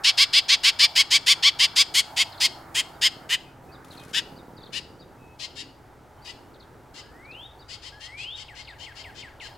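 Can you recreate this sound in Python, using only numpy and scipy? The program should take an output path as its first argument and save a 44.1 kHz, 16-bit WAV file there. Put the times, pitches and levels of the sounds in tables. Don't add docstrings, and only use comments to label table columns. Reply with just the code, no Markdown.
import sys
import numpy as np
from scipy import signal
from scipy.fft import rfft, irfft, next_fast_len
from scipy.io import wavfile

SR = 44100
rng = np.random.default_rng(int(sys.argv[2]) if len(sys.argv) > 2 else 0)


def unload_wav(signal):
    wavfile.write(
        sys.argv[1],
        SR,
        np.round(np.clip(np.atleast_2d(signal).T, -1, 1) * 32767).astype(np.int16),
    )


N = 422037
TIME = np.arange(N) / SR

# (frequency [Hz], level [dB])
AIR_COLOUR = [(20, -7), (40, -7), (60, -0.5), (100, 1.5), (135, -1.5), (180, -26), (600, -12.5),
              (2500, -26), (5000, -32), (9000, -38.5), (15500, -56.5)]
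# (time [s], level [dB])
AIR_LEVEL = [(0, -55), (7, -54), (9.57, -52)]

# (frequency [Hz], peak amplitude [dB], time when strongest [s])
ROTOR_TONES = [(56.2, -55, 8.3), (94.5, -59, 11), (133, -56, 4.8), (167, -59.5, 2), (264, -56, 4.0),
               (327, -58, 2.4), (345, -63, 3), (727, -61, 1), (851, -58, 8.7)]
# (time [s], rumble level [dB], roar level [dB], rush level [dB])
HELICOPTER_LEVELS = [(0.0, -54.5, -50, -51), (1.06, -53, -50.5, -51), (2.24, -52, -47, -52.5),
                     (3.14, -48.5, -52, -53), (3.52, -52.5, -56, -59.5), (4.16, -45, -54, -53.5),
                     (4.37, -45, -54, -58.5), (5.68, -54.5, -58.5, -62.5), (7.09, -51.5, -56, -58),
                     (7.81, -56, -58.5, -60.5), (8.42, -58.5, -57.5, -64), (9.57, -53, -55.5, -61)]
# (frequency [Hz], level [dB])
SLAP_COLOUR = [(30, -18), (70, -13), (140, -2), (330, -9.5), (550, -10.5), (900, -31), (2000, -55.5)]
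RUMBLE_COLOUR = [(90, -26), (140, 0.5), (190, -6), (280, 0.5), (420, 0), (560, -6.5), (800, -38)]
ROAR_COLOUR = [(430, -16), (600, 1), (830, 7), (980, 3.5), (1250, -25.5)]
RUSH_COLOUR = [(850, -18.5), (1100, 3), (1350, 5), (1700, -1), (2200, -7), (3200, -33.5)]
SLAP_PAIRS_HZ = 19.0
SLAP_PEAK_S, SLAP_RISE_DB_PER_S, SLAP_FALL_DB_PER_S = 4.5, 2.5, 3.5
SLAP_PEAK_SHARE = .9

# (frequency [Hz], level [dB])
LEAF_COLOUR = [(1500, -0.5), (4000, -3.5), (7500, -7), (11000, -7.0), (15500, -17)]
ECHO_COLOUR = [(1000, 3.5), (2300, -1.5), (3500, -1), (4600, 2), (6000, -3), (9000, 0.5), (15000, -19.0)]

# (time [s], level [dB])
PEEPS = [(2.927, -64), (3.714, -57), (4.356, -58), (4.987, -57), (6.214, -60), (7.586, -56.5)]
# (start [Hz], end [Hz])
PEEP_UP_HZ, PEEP_DOWN_HZ = (4340, 4980), (4220, 3430)
PEEP_NOTE_S, PEEP_SECOND_NOTE_S = 0.0336, 0.02
# (time [s], number of sweeps, sweep interval [s], first level [dB])
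TWITTERS = [(1.084, 1, .024, -49), (2.318, 2, .021, -46.5), (2.375, 2, 0.015, -46.5),
            (3.905, 3, 0.018, -48.5), (3.97, 3, 0.02, -48.5), (4.563, 2, 0.037, -54),
            (4.626, 2, .028, -49.5), (6.538, 2, .016, -58), (6.596, 2, 0.023, -54.5),
            (7.244, 1, 0.026, -62), (7.31, 3, 0.016, -54), (8.646, 1, 0.013, -50), (8.678, 2, .022, -48),
            (9.545, 1, .022, -60)]
SWEEP_START_HZ, SWEEP_END_HZ = 5250, 3266
SWEEP_PITCH_RATIO, SWEEP_STEP_DB = .9, -3
SWEEP_FILL = 0.91
# (time [s], length [s], pitch [Hz], level [dB])
WHISTLES = [(3.426, 0.11, 2510, -64), (3.684, 0.039, 2530, -60), (3.964, .09, 2500, -61),
            (5.159, .24, 2575, -64), (6.17, .06, 3090, -67)]

# (time from onset [s], pitch [Hz], level [dB])
RISE_SHAPE = [(0, 1620, -16.5), (.08, 1738, -16.5), (.18, 2040, -11), (.28, 2513, -1.5), (.38, 3300, -1),
              (.432, 3790, -2), (.445, 3330, -29)]
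SLUR_SHAPE = [(0, 4090, -12), (.004, 2966, -2), (.012, 2258, -4), (.03, 1930, -5), (.056, 1650, -11.5),
              (.066, 1600, -6)]
# (time [s], level [dB])
RISE_NOTES = [(7.03, -45.5), (7.923, -38.5)]
SLUR_NOTES = [(8.481, -43.5), (8.672, -42), (8.858, -42), (9.038, -41), (9.22, -41), (9.399, -40)]

# (time [s], top pitch [Hz], level of the direct sound near 2-4 kHz [dB])
KUKS = [(.035, 1156, -19), (0.171, 1165, -18.5), (0.326, 1159, -18.5), (0.481, 1157, -18.5),
        (0.63, 1162, -18), (.787, 1185, -18), (.951, 1126, -18.5), (1.103, 1165, -19), (1.261, 1172, -18),
        (1.423, 1168, -17.5), (1.587, 1173, -18.5), (1.755, 1161, -20), (1.938, 1127, -22),
        (2.161, 1107, -21.5), (2.4, 1088, -22.5), (2.743, 1087, -24.5), (3.011, 1084, -20.5),
        (3.289, 1036, -23.5), (4.13, 996, -25.5), (4.721, 998, -36.5), (5.387, 1065, -40),
        (5.552, 986, -42), (6.24, 1005, -46), (6.934, 1036, -51), (7.679, 1109, -47), (7.814, 1075, -47),
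        (7.994, 1104, -48), (8.166, 1137, -48.5), (8.352, 1107, -47.5), (8.543, 1087, -48.5),
        (8.781, 1090, -49), (8.945, 1079, -48), (9.141, 1075, -49.5), (9.401, 1077, -49.5)]
# (share of its length [0-1], pitch / top pitch [ratio], level [dB], roughness [0-1])
KUK_SHAPE = [(0, .68, -30, 1), (.05, .71, -17, 1), (.12, .76, -8, .9), (.23, .85, -4.3, .55),
             (.45, .94, -2, .24), (.64, 1, 0, .11), (.76, .985, 0, .1), (.87, .89, -7, .15),
             (1, .68, -23, .3)]
# (frequency [Hz], level [dB])
THROAT = [(400, -21.5), (850, -25.5), (1170, -19), (1650, -7.5), (2250, -3.5), (3200, 3), (3950, -2),
          (5100, 1), (5750, -11.5), (6500, -14.5), (8300, -21.5), (10000, -27.5), (12500, -37.5),
          (15500, -42.5)]
# (time [s], brightness near 5 kHz [dB], treble near 7 kHz [dB])
TONE = [(0, 0.5, 3), (.79, 0.5, 3.5), (.95, 0, 6.5), (1.26, 1, 6.5), (1.42, -1.5, 1.5), (1.75, 1.5, 6),
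        (1.94, 2, 10.5), (2.16, 0, 7), (2.4, 2.5, 8.5), (2.75, -6.5, 8), (3.01, -1.5, 6.5), (3.29, -6.5, 5),
        (4.13, -3, 6), (4.72, 1, 8), (5.55, 1, 7.5), (7.75, 1.5, 8), (8.55, -1, 5), (9.4, -0.5, 5.5)]
# (time [s], distance [0 near - 1 far])
DISTANCE = [(0, 0.031), (3.3, .03), (4.15, 0.37), (4.75, .65), (7.7, 0.94)]
FULL_EFFORT_HZ, KUK_S = 1160, 0.079
LENGTH_PER_PITCH, FAR_STRETCH_S = .7, .011
SWELL_DB_PER_HZ = 0.0153
NEAR_PAN_DB, FAR_PAN_DB = 0.2, 14.5

TOP_HZ = 15900


def undb(db):
    return 10 ** (np.asarray(db) / 20)


def unit(x):
    return x / np.sqrt(np.mean(x ** 2))


def curves(table, at):
    first, *columns = np.transpose(table)
    return [np.interp(at, first, column) for column in columns]


def colour(x, points):
    size = next_fast_len(x.shape[-1] // 2 + 1024) * 2
    hz, db = np.transpose(points)
    grid = np.maximum(np.fft.rfftfreq(size, 1 / SR), 1)
    gain = undb(np.interp(np.log(grid), np.log(hz), db))
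    cepstrum = irfft(np.log(gain))
    cepstrum[1:size // 2] *= 2
    cepstrum[size // 2 + 1:] = 0
    response = np.exp(rfft(cepstrum))
    return irfft(rfft(x, size) * response)[..., :x.shape[-1]]


def wander(rate, size):
    steps = np.arange(size) / SR * rate
    knots = rng.standard_normal(size // 8 + 2)
    return 1.2 * np.interp(steps, np.arange(len(knots)), knots)


def pan(x, db):
    gains = undb([[db / 2], [-db / 2]])
    return x * gains / gains.mean()


def add(track, s, x):
    start = max(int(s * SR), 0)
    track[..., start:start + x.shape[-1]] += x[..., :N - start]


def wide_noise(points, width, pan_db):
    mid, side = colour(rng.standard_normal((2, N)), points)
    return pan(unit(mid), pan_db) + width * unit(side) * np.array([[1], [-1]])


def glide(length, start_hz, end_hz, waver):
    size = int(length * SR)
    hz = np.geomspace(start_hz, end_hz, size) * (1 + waver * wander(500, size))
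    phase = 2 * np.pi * np.cumsum(hz) / SR
    return np.sqrt(2) * signal.windows.tukey(size, .7) * np.sin(phase)


def air_hum():
    level_db, = curves(AIR_LEVEL, TIME)
    return undb(level_db) * wide_noise(AIR_COLOUR, 0.12, 1.7)


def drones(waver=.003, swell_db=0.5, fade_db_per_s=3.5):
    out = 0
    for hz, db, peak_s in ROTOR_TONES:
        phase = 2 * np.pi * np.cumsum(hz * (1 + waver * wander(4.7, N))) / SR
        level_db = db - fade_db_per_s * np.abs(TIME - peak_s) + swell_db * wander(7.5, N)
        out = out + undb(level_db) * np.sin(phase)
    return pan(out, 0.83)


def blade_slaps(weak_db=-4, weak_lag=.42):
    turn = (TIME - 4.167) * SLAP_PAIRS_HZ

    def clicks(lag):
        count = np.floor(turn - lag)
        return np.diff(count, prepend=count[0])

    pairs = clicks(0) + undb(weak_db) * clicks(weak_lag)
    return unit(colour(pairs * undb(wander(30, N)), SLAP_COLOUR))


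def helicopter(flutter_db=1.7, width=0.31, pan_db=-1.5):
    rumble_trim_db, rush_trim_db = -2, -0.13
    since = TIME - SLAP_PEAK_S
    share = SLAP_PEAK_SHARE * undb(np.minimum(SLAP_RISE_DB_PER_S * since, -SLAP_FALL_DB_PER_S * since))
    slaps = pan(blade_slaps(), pan_db)
    rumble, roar, rush = (wide_noise(points, width, pan_db) * undb(flutter_db * wander(12, N))
                          for points in (RUMBLE_COLOUR, ROAR_COLOUR, RUSH_COLOUR))
    throb = share * slaps + np.sqrt(1 - share ** 2) * rumble
    rumble_db, roar_db, rush_db = curves(HELICOPTER_LEVELS, TIME)
    return (throb * undb(rumble_db + rumble_trim_db) + roar * undb(roar_db)
            + rush * undb(rush_db + rush_trim_db))


def rustle(start=3.846, length=0.34, leaf_db=-57, tick_db=-47):
    t = np.arange(int(length * SR)) / SR
    bursts = undb(leaf_db + 3.9 * wander(220, len(t))) * signal.windows.tukey(len(t), .3)
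    tick = undb(tick_db) * np.exp(-t / 0.0068)
    noise = unit(colour(rng.standard_normal(len(t)), LEAF_COLOUR))
    out = np.zeros((2, N))
    add(out, start, pan((bursts + tick) * noise, 5.7))
    return out


def trees(x, near_db=-17, near_t60=0.1, far_db=-22.5, far_t60=0.39, width=0.37, leaf_loss_db=-6):
    t = np.arange(SR) / SR
    near, far = rng.standard_normal((2, 2, SR))
    near = near * undb(-60 * t / near_t60) * (t > .002)
    far = far * undb(-60 * t / far_t60) * (1 - np.exp(-t / 0.029))
    far = colour(unit(far), [(5200, 0), (6500, leaf_loss_db / 2), (12000, leaf_loss_db)])
    mid, side = (undb(near_db) * unit(near) + undb(far_db) * far) / np.sqrt(SR)
    echo = colour(np.array([mid + width * side, mid - width * side]), ECHO_COLOUR)
    return pan(signal.fftconvolve(x[None], echo, axes=1)[:, :N], 2.9)


def bounce(x, share, scatter):
    reflection = share * np.roll(x, int(rng.uniform(.0004, .002) * SR))
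    t = np.arange(int(.03 * SR)) / SR
    leaves = rng.standard_normal(len(t)) * np.exp(-t / .007)
    smear = signal.fftconvolve(x, scatter * leaves / np.linalg.norm(leaves))
    clear = np.pad(x + pan(reflection, 7.0), ((0, 0), (0, len(t) - 1)))
    return (clear + smear) / np.sqrt(1 + share ** 2 + scatter ** 2)


def wall_echo(x, delay_s=0.058, echo_db=-13):
    return x + undb(echo_db) * np.pad(x, (int(delay_s * SR), 0))[:N]


def small_birds(peep_waver=0.015, sweep_waver=0.037, whistle_waver=0.0087):
    out = np.zeros(N)
    for s, db in PEEPS:
        add(out, s, undb(db) * glide(PEEP_NOTE_S, *PEEP_UP_HZ, peep_waver))
        add(out, s + PEEP_SECOND_NOTE_S, undb(db) * glide(PEEP_NOTE_S, *PEEP_DOWN_HZ, peep_waver))
    for s, count, interval, db in TWITTERS:
        for k in range(round(count)):
            ratio = SWEEP_PITCH_RATIO ** k
            sweep = glide(interval * SWEEP_FILL, SWEEP_START_HZ * ratio, SWEEP_END_HZ * ratio, sweep_waver)
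            add(out, s + k * interval, undb(db + k * SWEEP_STEP_DB) * sweep)
    for s, length, hz, db in WHISTLES:
        add(out, s, undb(db) * glide(length, hz, hz, whistle_waver))
    return out


def songbird(overtone_db=-21):
    out = np.zeros(N)
    for shape, notes in (RISE_SHAPE, RISE_NOTES), (SLUR_SHAPE, SLUR_NOTES):
        for s, db in notes:
            t = np.arange(int(shape[-1][0] * SR)) / SR
            hz, swell_db = curves(shape, t)
            phase = 2 * np.pi * np.cumsum(hz * (1 + 0.003 * wander(122.3, len(t)))) / SR
            overtone = undb(overtone_db) * np.exp(-((hz - 2020) / 260) ** 2)
            add(out, s, undb(db + swell_db) * (np.sin(phase) + overtone * np.sin(4 * phase)))
    return out * np.sqrt(2)


def syrinx(length, top_hz, swell_db):
    rock, sway, throb, beat = np.array([.27, .19, .2, .34]) * (1 + .12 * rng.standard_normal(4))
    jitter, shimmer, rasp = .38, .35, .65
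    size = int(length * SR)
    share = np.linspace(0, 1, size)
    ratio, db, rough = curves(KUK_SHAPE, share)
    clean = 1 - rough
    db = db + np.interp(share, [0, .6], [-swell_db, 0])
    phase = 2 * np.pi * np.cumsum(top_hz * ratio) / SR
    slow = phase / 5 + rng.uniform(0, 2 * np.pi)
    phase = phase + clean * sway * np.sin(slow) + rock * np.sin(2 * slow + 1.06)
    phase = phase + jitter * rough * wander(900, size)
    strength = 1 + clean * beat * np.sin(slow) + throb * np.cos(2 * slow + 2.04)
    strength = strength + shimmer * rough * wander(900, size)
    harmonics = np.arange(1, 19)[:, None]
    pulses = -unit(np.cos(harmonics * phase).sum(axis=0))
    hiss = rasp * (.15 + rough) * (1 + np.cos(phase)) * np.diff(rng.standard_normal(size + 1))
    return (strength * pulses + hiss) * undb(db)


def kuk(length, top_hz, bright_db, treble_db, top_db, swell_db):
    ring_s = .0018
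    source = syrinx(length, top_hz, swell_db)
    size = len(source)
    source = np.pad(source, (0, 512))
    grid = np.fft.rfftfreq(len(source), 1 / SR)
    lateness = ring_s * np.interp(grid, [800, 2400, 5600], [.3, 1, 0])
    source = irfft(rfft(source) * np.exp(-2j * np.pi * np.cumsum(lateness) * grid[1]))
    scale = top_hz / 1160
    throat = [(hz * scale if hz < 3600 else hz, db + 1.1 * rng.standard_normal()) for hz, db in THROAT]
    voice = colour(source, throat)
    band = signal.butter(4, [1800, 3900], "band", fs=SR, output="sos")
    body = signal.sosfilt(band, voice)
    top = [(3300, 0), (4400, bright_db), (5400, bright_db), (6800, treble_db), (13000, top_db)]
    return colour(voice / body[:size].std(), top)


def woodpecker(pivot_db=-22, echo_slope=0.42, near_bounce=0.25, far_bounce=0.62):
    beaming, far_loss_db = 1.68, -9
    direct, sent = np.zeros((2, N)), np.zeros(N)
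    for s, hz, db in KUKS:
        distance = np.clip(curves(DISTANCE, s)[0], 0, 1)
        bright_db, treble_db = curves(TONE, s)
        length = KUK_S * (hz / FULL_EFFORT_HZ) ** LENGTH_PER_PITCH + FAR_STRETCH_S * distance
        swell_db = SWELL_DB_PER_HZ * max(FULL_EFFORT_HZ - hz, 0) * (1 - distance / 2)
        top_db = beaming * treble_db + distance * far_loss_db
        call = kuk(length, hz, bright_db, treble_db, top_db, swell_db)
        share = near_bounce + distance * (far_bounce - near_bounce)
        scatter = .12 + 1.1 * distance
        arriving = bounce(call, share, scatter) * undb(db)
        add(direct, s, pan(arriving, NEAR_PAN_DB + FAR_PAN_DB * distance))
        add(sent, s, call * undb(pivot_db + echo_slope * (db - pivot_db)))
    return direct, sent


def scene(song_send_db=13, chirp_send_db=12):
    background = air_hum() + drones() + helicopter() + rustle()
    chirps, song = small_birds(), wall_echo(songbird())
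    calls, sent = woodpecker()
    echoes = trees(sent + undb(song_send_db) * song + undb(chirp_send_db) * chirps)
    return background + echoes + pan(chirps, 1.8) + pan(song, 3.1) + calls


def record(dry):
    ceiling = .62
    rounded = dry / (1 + (dry / ceiling) ** 6) ** (1 / 6)
    return signal.sosfilt(signal.ellip(10, .2, 70, TOP_HZ, fs=SR, output="sos"), rounded)


dry = scene()
out = record(dry)
unload_wav(out)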